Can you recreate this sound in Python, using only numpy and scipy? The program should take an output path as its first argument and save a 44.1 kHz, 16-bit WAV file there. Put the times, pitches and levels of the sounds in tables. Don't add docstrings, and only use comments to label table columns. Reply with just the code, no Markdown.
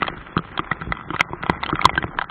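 import sys
import numpy as np
from scipy import signal
from scipy.fft import rfft, irfft
from scipy.io import wavfile
from scipy.ndimage import uniform_filter1d

SR = 44100
rng = np.random.default_rng(int(sys.argv[2]) if len(sys.argv) > 2 else 0)


def unload_audio(sound):
    columns = np.transpose(np.atleast_2d(sound))
    steps = np.round(np.clip(columns, -1, 1) * 32767)
    wavfile.write(sys.argv[1], SR, steps.astype(np.int16))


def boost(x):
    u = np.asarray(x, float) / 20
    return 10 ** u


N = 101650

# (time [s], ring [Hz], ring level [dB], shell level [dB], bright
# level [dB])
STRONG_DROPS = [(0.021, 1210, -11, -12, -24), (0.0279, 1194, -7.5, -11, -21), (0.0798, 1090, -15, -18, -19),
                (0.0833, 766, -17, -9, -39), (0.3662, 1215, -7.5, -25, -55), (0.3768, 1400, -16.5, -17, -24),
                (0.576, 1030, -45, -13, -18), (0.5921, 1186, -8, -12.5, -23), (0.7149, 1860, -21, -14, -30),
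                (0.9219, 1272, -11, -13, -24), (1.1948, 1390, -15, -17, -16), (1.2079, 2090, -4.5, -3, -7),
                (1.4966, 968, -4, -6, -15.5), (1.6347, 2043, -13, -14.5, -16), (1.6982, 1040, -13, -33, -37),
                (1.7265, 1266, -9.5, -30, -70), (1.792, 1200, -12, -20, -52), (1.8143, 2170, -11, -18, -20),
                (1.8449, 1180, -17, -12, -20), (1.854, 2030, -3, -3, -5.5), (1.8933, 2100, -12, -12, -22),
                (1.9764, 1578, -14, -10, -20.5), (2.1872, 1620, -9, -15, -17.5),
                (2.214, 1324, -11.5, -15, -31),
                (0.0681, 1740, -21, -24, -22), (0.3897, 1245, -16.5, -38, -36.5),
                (0.599, 1320, -30, -20.5, -45), (0.8194, 1342, -18, -22, -49),
                (1.1041, 1300, -26.5, -19.5, -27.5), (1.1344, 1080, -22, -33, -43),
                (1.1382, 947, -22, -26, -38), (1.1432, 1200, -17.5, -26, -29.5),
                (1.1494, 995, -25, -18, -39), (1.1621, 1920, -17, -14.5, -31),
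                (1.2026, 1320, -13, -15, -41), (1.3327, 963, -16, -27, -50),
                (1.4279, 1355, -24, -25, -28.5), (1.4347, 1330, -15.5, -17, -41.5),
                (1.4636, 750, -24, -17, -25.5), (1.662, 1344, -19, -21.5, -15.5),
                (1.6908, 1010, -34.5, -17.5, -22), (1.755, 1370, -18.5, -17, -26.5),
                (1.8989, 1000, -46, -25.5, -27.5), (1.9543, 1284, -39, -17, -25.5),
                (2.0256, 1906, -15, -20.5, -23), (2.0396, 678, -20, -19, -32.5),
                (2.1884, 700, -17, -16, -38.5), (2.2212, 767, -22, -16.5, -26.5)]
# (time [s], ring level [dB], ring [Hz])
LIGHT_DROPS = [(0.05, -25, 1270), (0.138, -24, 1087), (0.269, -21, 1353), (0.729, -19, 1420),
               (0.812, -21.5, 1370), (0.97, -22, 1320), (1.01, -22, 1225), (1.09, -22.5, 1350),
               (1.295, -25, 983), (1.535, -19, 799), (1.63, -13, 930), (1.703, -17, 1330),
               (1.767, -19.5, 1340), (1.825, -13.5, 1190), (1.942, -21.5, 1044), (2.134, -22, 999),
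               (2.242, -23, 1303), (.178, -33, 3350), (.2139, -29, 1610), (.3282, -28, 3350),
               (.6439, -26, 2080), (.6719, -26, 1590), (.7687, -29, 1790), (.8475, -27, 1520),
               (.951, -26, 1200), (.997, -26, 1300), (1.2471, -31, 1850), (1.5584, -24, 2010),
               (2.0787, -25, 1510), (2.112, -27, 1100), (2.2977, -22, 3080)]
# (time [s], pitch [Hz], level [dB], T60 [s])
BUBBLES = [(0.7124, 1303, -13.5, 0.032), (0.7149, 1933, -12.5, 0.028), (0.9217, 2004, -11, 0.015),
           (1.977, 1577, -8.5, 0.039), (1.8533, 3900, -3, .004), (1.8539, 1035, 6.5, .018),
           (1.977, 3120, -22, .03), (1.977, 4000, -32, .03), (1.9305, 1970, -24, .04),
           (.576, 3310, -17, .015), (.0792, 3240, -24, .015), (.3765, 4050, -24, .015)]
# (time [s], pitch [Hz], level [dB], T60 [s])
THUMPS = [(0.021, 161, -20, 0.023), (0.1, 161, -27.5, 0.018), (0.178, 60, -30, 0.12),
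          (0.367, 177, -11.5, 0.027), (0.3902, 172.7, -21, 0.032), (0.515, 65, -33, 0.06),
          (0.5933, 319.7, -19.5, 0.059), (0.7153, 160.4, -20, 0.062), (0.812, 165, -27, 0.1),
          (.84, 45, -33, .08), (.885, 160, -28, .1), (.903, 40, -24, .08), (0.8704, 51, -22, 0.15),
          (0.9021, 160, -29, 0.15), (1.1042, 310, -22.5, 0.083), (1.1413, 134.5, -19.5, 0.045),
          (1.2075, 150, -19, 0.019), (1.3038, 64, -24, 0.05), (1.3333, 349, -21.5, 0.063),
          (1.4383, 154, -24.5, 0.026), (1.4954, 126.7, -6.5, 0.017), (1.522, 81.4, -26.5, 0.057),
          (1.657, 251, -33.5, 0.053), (1.7286, 314, -14.5, 0.055), (1.7415, 142.4, -20, 0.059),
          (1.8513, 114.7, -10, 0.043), (1.8758, 145, -26, 0.073), (1.9297, 69, -24, 0.15),
          (1.9776, 325, -19, 0.033), (2.0407, 124, -14, 0.045)]
# (pitch [Hz], level [dB], T60 [s])
SHELL_MODES = [(808, -13, .035), (1015.7, -6, 0.023), (1141, -13.5, 0.022), (1320, 0, 0.014),
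               (1581, -13.5, 0.024), (1977, -7.5, .02), (2393, -13, 0.0095)]
BRIGHT_MODES = [(3107, -6.5, 0.027), (3285, 0, 0.022), (3610, -8, 0.015), (2720, -8, .012),
                (4050, -17, .01)]
CASE_MODES = [(71.3, -20, 0.12), (165.5, -2.5, 0.068), (260, -5.5, 0.025), (338, 1, 0.021)]
# (time [s], level [dB])
RAIN = [
    (0, -35),
    (0.242, -45),
    (0.702, -42),
    (1.27, -44),
    (1.8, -34.5),
    (2.3, -43),
]
# (frequency [Hz], density [dB per Hz])
WASH_COLOUR = [(15, -28), (25, 3), (580, -13), (1340, -6), (3250, -19), (4300, -28), (5590, -68)]
# (start [s], end [s], top [Hz], lone band kept above it [Hz], 0 for none)
DULLED = [(.1, .15, 2400, 2850), (.225, .29, 3600, 4100), (.29, .355, 2750, 3300), (.4, .425, 3000, 0),
          (.525, .555, 3200, 0), (.588, .612, 3700, 0), (.612, .63, 2500, 0), (.695, .712, 3700, 0),
          (.63, .66, 3700, 0), (.66, .695, 2600, 3450), (.755, .79, 2700, 3450), (.835, .9, 2800, 3400),
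          (.945, 1.03, 3600, 0), (1.03, 1.078, 2100, 3450), (1.078, 1.155, 3850, 0),
          (1.24, 1.3, 1600, 1900), (1.3, 1.36, 2600, 3300), (1.36, 1.415, 2800, 0), (1.445, 1.48, 3700, 0),
          (1.53, 1.575, 2450, 3350), (1.575, 1.605, 2300, 0), (1.715, 1.735, 2200, 0),
          (1.735, 1.765, 3700, 0), (1.765, 1.8, 2500, 3200), (1.875, 1.91, 3500, 0),
          (1.91, 1.94, 1700, 2050), (2, 2.05, 3700, 0), (2.05, 2.068, 2600, 0), (2.068, 2.1, 2900, 3450),
          (2.1, 2.165, 2300, 3200), (2.245, 2.28, 2000, 0), (2.28, 2.293, 2600, 0)]

RING_RISE_S, RING_T60_S, RING_SAG = 0.001, 0.014, 0.03
CONTACT_S, WALL_HZ = 0.00052, 560
LIGHT_SHELL_DB, LIGHT_BRIGHT_DB = -5.5, -16.5
THUMP_RISE_CYCLES, CASE_DB = 0.2, -1.5
PATTER_PER_S, PATTER_SPREAD_DB = 260, 5
PATTER_SHELL_DB, PATTER_BRIGHT_DB, PATTER_CASE_DB = -1, -18.5, -1.5
WASH_DB, SLOSH_DB, FLICKER_DB = -41, 5, 2.5
HOP, GRIT_DB = 353, -23
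BAND_HZ, HOLE_SHARE, HOLES_FROM_HZ = 175, 0.11, 2400
LONE_HZ, EDGE_S = 135, 0.003
TOP_HZ, EDGE_HZ = 4330, 15000
CLIP, HISS_DB = 0.975, -92


def drops():
    ring, shell, bright = np.zeros((3, N))
    light = [(s, hz, db - 7, db + LIGHT_SHELL_DB, db + LIGHT_BRIGHT_DB) for s, db, hz in LIGHT_DROPS]
    for s, hz, db, shell_db, bright_db in [*STRONG_DROPS, *light]:
        chance = rng.standard_normal((2, 300))
        add(ring, s, tone(hz, db, RING_RISE_S, RING_T60_S, RING_SAG))
        add(shell, s, splat(shell_db, chance[0]))
        add(bright, s, splat(bright_db, chance[1]))
    rattle = high(modes(shell, SHELL_MODES), WALL_HZ)
    tick = high(modes(bright, BRIGHT_MODES), 2500)
    return ring + rattle + tick


def splat(db, chance):
    t = np.arange(len(chance)) / SR
    push = chance * t * np.exp(-t / CONTACT_S)
    return boost(db) * push / np.sqrt(np.sum(push ** 2))


def tone(hz, db, rise_s, t60, sag):
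    t = np.arange(int(t60 * SR) + 64) / SR
    env = (1 - np.exp(-(t / rise_s) ** 2)) * np.exp(-np.log(1000) * t / t60)
    bent_t = t + sag * 0.0039 * (1 - np.exp(-t / 0.0045))
    return -boost(db) * env / env.max() * np.sin(2 * np.pi * hz * bent_t)


def bubbles():
    out = np.zeros(N)
    for s, hz, db, t60 in BUBBLES:
        add(out, s, tone(hz, db, 0.0011, t60, -0.02))
    return out


def thumps():
    boom, push = np.zeros((2, N))
    for s, hz, db, t60 in THUMPS:
        add(boom, s, tone(hz, db, THUMP_RISE_CYCLES / hz, max(t60, 0.01), 0))
        add(push, s + 0.0018, boost(db + CASE_DB) * np.hanning(40) / 20)
    return high(boom + modes(push, CASE_MODES), 42)


def patter(rain_db):
    n = int(PATTER_PER_S * N / SR)
    parts = ((SHELL_MODES, PATTER_SHELL_DB), (BRIGHT_MODES, PATTER_BRIGHT_DB),
             (CASE_MODES, PATTER_CASE_DB))
    out = 0
    for table, db in parts:
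        at = rng.integers(0, N, n)
        size = boost(PATTER_SPREAD_DB * np.minimum(rng.exponential(1, n), 2.4))
        ring = 0
        for mode in table:
            hits = np.zeros(N)
            hits[at] = size * rng.standard_normal(n)
            ring = ring + modes(hits, [mode])
        out = out + boost(db) * unit(high(ring, 0.42 * table[0][0]))
    return out * boost(rain_db)


def wash(rain_db):
    f = np.fft.rfftfreq(N, 1 / SR)
    hz_points, db_points = np.transpose(WASH_COLOUR)
    colour = boost(np.interp(np.log(f + 1), np.log(hz_points), db_points))
    out = 0
    for hz in 25 * 2.0 ** np.arange(8):
        band = colour * np.clip(1 - abs(np.log2((f + 1) / hz)), 0, 1) ** 0.5
        noise = irfft(rfft(rng.standard_normal(N)) * band, N)
        swell_db = SLOSH_DB if hz < 500 else FLICKER_DB
        out = out + noise * boost(swell_db * walk(14))
    return unit(out) * boost(WASH_DB + 0.5 * (rain_db - rain_db.mean()))


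def walk(rate):
    k = int(SR / rate)
    steps = np.repeat(rng.standard_normal(N // k + 1), k)
    return unit(uniform_filter1d(uniform_filter1d(steps, k), k)[:N])


def modes(x, table):
    out = 0
    for hz, db, t60 in table:
        pole = np.exp(2j * np.pi * hz / SR - np.log(1000) / (max(t60, 0.004) * SR))
        out = out + boost(db) * signal.lfilter([1], [1, -pole], x).imag
    return out


def high(x, hz):
    return signal.sosfilt(signal.butter(2, hz, "high", fs=SR, output="sos"), x)


def low(x, hz):
    return signal.sosfiltfilt(signal.butter(8, hz, fs=SR, output="sos"), x)


def unit(x):
    return x / np.sqrt(np.mean(x ** 2))


def add(track, at_s, piece):
    i = int(at_s * SR)
    track[i:i + len(piece)] += piece[:N - i]


def scene():
    times, levels = np.transpose(RAIN)
    rain_db = np.interp(np.arange(N) / SR, times, levels)
    return (drops() + bubbles() + thumps() + patter(rain_db) + wash(rain_db))[None]


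def patchy_treble(x):
    size = 4 * HOP
    window = np.sin(np.pi * (np.arange(size) + 0.5) / size) ** 2
    f, t, z = signal.stft(x, SR, window, size, 3 * HOP)
    around = np.sqrt(uniform_filter1d(abs(z) ** 2, size=11, axis=0))
    z = z + boost(GRIT_DB) * around * (rng.standard_normal(z.shape) + 1j * rng.standard_normal(z.shape))
    draw = rng.random((len(f), len(t)))
    draw = draw[(f / BAND_HZ).astype(int)][:, np.arange(len(t)) // 4]
    z[(draw < HOLE_SHARE) & (f[:, None] > HOLES_FROM_HZ)] = 0
    for start, end, top_hz, lone_hz in DULLED:
        kept = (f < top_hz) | (abs(f - lone_hz) < LONE_HZ)
        z[:, (t > start - EDGE_S) & (t < end + EDGE_S)] *= kept[:, None]
    z[f >= 4400] = 0
    return signal.istft(z, SR, window, size, 3 * HOP)[1][:N]


def low_pass(x):
    return signal.sosfilt(signal.butter(12, 15760, fs=SR, output="sos"), x)


def record(dry):
    x = low(patchy_treble(dry[0]), TOP_HZ)
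    x = low(np.clip(x, -CLIP, CLIP), EDGE_HZ)
    mix = x[None] + boost(HISS_DB) * rng.standard_normal(N)
    return low_pass(mix)


dry = scene()
out = record(dry)
unload_audio(out)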